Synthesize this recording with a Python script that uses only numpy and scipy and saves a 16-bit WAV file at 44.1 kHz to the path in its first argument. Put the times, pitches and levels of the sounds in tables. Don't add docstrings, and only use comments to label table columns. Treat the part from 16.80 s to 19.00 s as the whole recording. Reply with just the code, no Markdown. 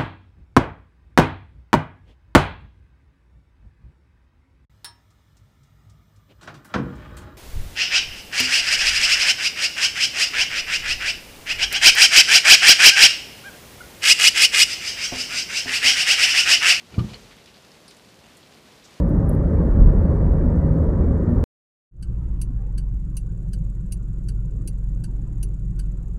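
import sys
import numpy as np
from scipy import signal
from scipy.fft import rfft, irfft, next_fast_len
from scipy.io import wavfile
from scipy.ndimage import map_coordinates

SR = 44100
rng = np.random.default_rng(int(sys.argv[2]) if len(sys.argv) > 2 else 0)


def wav_out(sig):
    wavfile.write(sys.argv[1], SR, np.round(np.clip(np.atleast_2d(sig).T, -1, 1) * 32767).astype(np.int16))


N = 97020

# (time [s], level [dB])
DOOR_BLOWS = [(0.180, -12), (0.214, -24), (0.245, -26.5), (0.316, -36.5)]
# (frequency [Hz], relative level [dB], t60 [s], rise [s])
PANEL_MODES = [(65.4, -18, 0.19, 0.0052), (85, -5.5, 0.059, 0.0044), (119.3, -1, .12, .003),
               (154.4, -0.5, 0.13, 0.0033), (183.5, -1.5, 0.12, 0.0021), (211.6, -14.5, 0.39, 0.0024),
               (247, -13, 0.078, 0.0039), (330.3, -5.5, 0.1, 0.018), (359.3, -15, 0.21, 0.0163),
               (502, -20, 0.096, 0.0043)]
# (frequency [Hz], relative level [dB])
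DRAUGHT_SPECTRUM = [(30, -19), (70, 10.5), (180, 1.5), (330, -1.5), (550, -10.5), (1000, -20.5),
                    (3000, -50.5)]
# (frequency [Hz], relative level [dB])
SHUDDER_SPECTRUM = [(25, -19), (45, 0.5), (70, -18), (125, -9), (160, -19), (210, -8), (280, -22),
                    (500, -38), (1200, -27.5), (3000, -57)]
# (time [s], level [dB], fall [s])
SEAL_STROKES = [(0.123, -49, 0.013), (0.151, -48.5, .012), (0.192, -40.5, 0.013), (0.250, -53.5, 0.0089),
                (0.300, -49, 0.029), (0.3362, -42, 0.0058), (0.354, -48, 0.015)]
# (frequency [Hz], relative level [dB])
CONTACT_SPECTRUM = [(150, -16), (500, 4.5), (1000, -1.5), (1700, -4.5), (2400, 1), (3300, -2), (4800, -4.5),
                    (6500, -16), (10000, -24), (15000, -42)]
# (time [s], level [dB], centre [Hz])
BOLT_CONTACTS = [(0.1413, -37, 2280), (0.1915, -34.5, 3180), (0.3421, -30.5, 4460)]
# (frequency [Hz], relative level [dB], t60 [s])
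LATCH_MODES = [(1400, 4, .04), (2376, -7.5, 0.086), (2980, -5.5, 0.061), (3450, -12.5, 0.029),
               (4190, -3.5, 0.044), (4410, 0, 0.028), (4660, -12, 0.026)]
# (frequency [Hz], relative level [dB])
HISS_SPECTRUM = [(300, 8.5), (1500, -3), (3000, -1), (6000, -3.5), (10000, -15), (15000, -19)]
# (time [s], level [dB], centre [Hz], width [octaves], rise [s])
CLOSE_DROPS = [(0.001, -40, 2640, 1, .002), (0.510, -34, 2630, 0.75, 0.0067),
               (0.578, -43, 3000, 0.49, 0.0031), (0.6583, -45, 4250, 0.74, 0.00023),
               (0.673, -37.5, 3100, .6, 0.0034), (0.741, -40.5, 3800, .5, 0.0042),
               (0.917, -46, 4900, 0.55, .001), (1.0792, -38.5, 4670, 0.2, 0.0018),
               (1.0812, -47.5, 9200, .2, .0004), (1.1045, -51.5, 9500, 0.48, 0.00068),
               (1.1093, -41.5, 4300, 0.64, 0.00085), (1.168, -50, 7000, 0.53, .0005),
               (1.286, -47, 3960, 0.61, 0.0022), (1.440, -45.5, 2930, 0.17, .002),
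               (1.570, -48, 9000, .5, .0003), (1.629, -45, 3580, 0.45, 0.00081),
               (2.024, -46, 3640, 0.36, 0.0018), (2.04, -37.5, 5360, 0.5, 0.0062),
               (2.106, -44, 5000, 0.81, 0.004)]
# (frequency [Hz], relative level [dB])
PATTER_SPECTRUM = [(300, -35), (1200, 2.5), (3000, 2), (4500, 4), (8000, -4.5), (15000, -15.5)]
# (frequency [Hz], relative level [dB])
WASH_SPECTRUM = [(100, -47), (400, -3.5), (700, 0), (1600, -3.5), (3000, -3.5), (4400, -5), (7000, -12.5),
                 (10000, -19.5), (15000, -38)]
# (frequency [Hz], relative level [dB])
RUMBLE_SPECTRUM = [(20, -35), (35, -20), (55, -5), (100, -5), (160, -1.5), (215, -2), (280, -5), (370, -5),
                   (600, -9), (1500, -28.5)]


def door(push_hz=107, push_s=0.017):
    out = amp(-37) * swell(0.169, rise=0.041, fall=0.098) * noise(DRAUGHT_SPECTRUM)
    for at, db in DOOR_BLOWS:
        t = since(at)
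        ring = sum(amp(level) * fade(t, t60, rise) * np.sin(2 * np.pi * hz * t)
                   for hz, level, t60, rise in PANEL_MODES)
        heave = np.sin(np.pi * np.minimum(t / push_s, 1)) * np.sin(2 * np.pi * push_hz * t)
        out += amp(db) * (ring + amp(0.5) * heave)
    t = since(DOOR_BLOWS[0][0])
    shudder = amp(-32) * fade(t, t60=0.39, rise=0.0098)
    echo = amp(-48) * fade(t, t60=1.56, rise=0.018)
    return out + (shudder + echo) * noise(SHUDDER_SPECTRUM)


def seal(grain_db=2.5, squeak_hz=1192, squeak_length_s=0.0353):
    strokes = sum(amp(db) * swell(at, fall / 2, fall) for at, db, fall in SEAL_STROKES)
    friction = amp(grain_db * wobble(600)) * rng.standard_normal(N)
    scuff = strokes * coloured(friction, CONTACT_SPECTRUM)
    progress = np.minimum(since(0.179) / squeak_length_s, 1)
    squeeze = np.tanh(4 * np.sin(np.pi * progress))
    pitch = squeak_hz * (1 + 0.029 * wobble(218.9))
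    return scuff + amp(-38) * squeeze * np.sin(2 * np.pi * np.cumsum(pitch) / SR)


def latch():
    out = np.zeros(N)
    for at, db, centre in BOLT_CONTACTS:
        t = since(at)
        ring = np.zeros(N)
        for hz, level, t60 in LATCH_MODES:
            strength = amp(level) * band(hz, centre, octaves=0.5)
            phase = 2 * np.pi * hz * t + 0.5 * wobble(300)
            ring += strength * fade(t, t60, rise=0.00075) * np.sin(phase)
        crack = amp(-5.5) * fade(t, t60=0.012, rise=0.00026) * noise(CONTACT_SPECTRUM)
        out += amp(db) * (ring + crack)
    return out


def hiss():
    return amp(-49.5) * swell(0.27, rise=0.15, fall=0.32) * noise(HISS_SPECTRUM)


def splashes(grain_db=3):
    out = np.zeros(N)
    for at, db, centre, width, rise in CLOSE_DROPS:
        t = since(at)
        smack = fade(t, t60=0.013, rise=rise)
        spray = amp(-12 + grain_db * wobble(500)) * fade(t, t60=0.17, rise=rise)
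        water = filtered(rng.standard_normal(N), lambda hz: band(hz, centre, width) / np.sqrt(hz + 1))
        out += amp(db) * (smack + spray) * unit(water)
    return out


def patter(drops_per_s=420, spread_db=6, decay_s=0.00034, count=3000):
    flurries = amp(-63.5 + 0.9 * wobble(15))
    landings = (np.cumsum(rng.exponential(1, count)) / drops_per_s * SR).astype(int)
    sizes = amp(spread_db * np.minimum(rng.standard_normal(count), 2))
    heard = landings < N
    impacts = np.bincount(landings[heard], sizes[heard] ** 2, N)
    power = signal.lfilter([1], [1, -np.exp(-2 / (decay_s * SR))], impacts)
    return flurries * coloured(np.sqrt(power) * rng.standard_normal(N), PATTER_SPECTRUM)


def far_rain(flutter_db=1.0):
    return amp(-55.5 + flutter_db * wobble(21.97)) * noise(WASH_SPECTRUM)


def rumble(flutter_db=0.07):
    return amp(-54.5 - flutter_db * wobble(7.9)) * noise(RUMBLE_SPECTRUM)


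def amp(db):
    return 10 ** (np.asarray(db) / 20)


def unit(x):
    return x / np.sqrt(np.mean(x ** 2) + 1e-20)


def since(at):
    return np.maximum(np.arange(N) / SR - at, 0)


def fade(t, t60, rise):
    return amp(-60 * t / t60) * (1 - np.exp(-t / rise))


def swell(at, rise, fall):
    t = np.arange(N) / SR - at
    return np.exp(-(t / np.where(t < 0, rise, fall)) ** 2)


def wobble(rate):
    return map_coordinates(rng.standard_normal(2048), [np.arange(N) * rate / SR], mode="mirror")


def band(hz, centre, octaves):
    return np.exp(-0.5 * (np.log2((hz + 1) / centre) / octaves) ** 2)


def filtered(x, response):
    size = next_fast_len(N + 8192)
    return irfft(rfft(x, size) * response(np.fft.rfftfreq(size, 1 / SR)), size)[:N]


def coloured(x, spectrum):
    freqs, db = np.transpose(spectrum)
    return unit(filtered(x, lambda hz: amp(np.interp(np.log(hz + 1), np.log(freqs), db))))


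def noise(spectrum):
    return coloured(rng.standard_normal(N), spectrum)


def scene():
    weather = far_rain() + rumble() + patter() + splashes()
    return (weather + door() + seal() + latch() + hiss())[None]


def record(dry, low_cut_hz=38, treble_hz=13700, top_hz=15300):
    low_cut = signal.butter(3, low_cut_hz, "highpass", fs=SR, output="sos")
    trimmed = signal.sosfilt(low_cut, dry[0])
    return filtered(trimmed, lambda hz: (hz < top_hz) / np.sqrt(1 + (hz / treble_hz) ** 10))[None]


dry = scene()
out = record(dry)
wav_out(out)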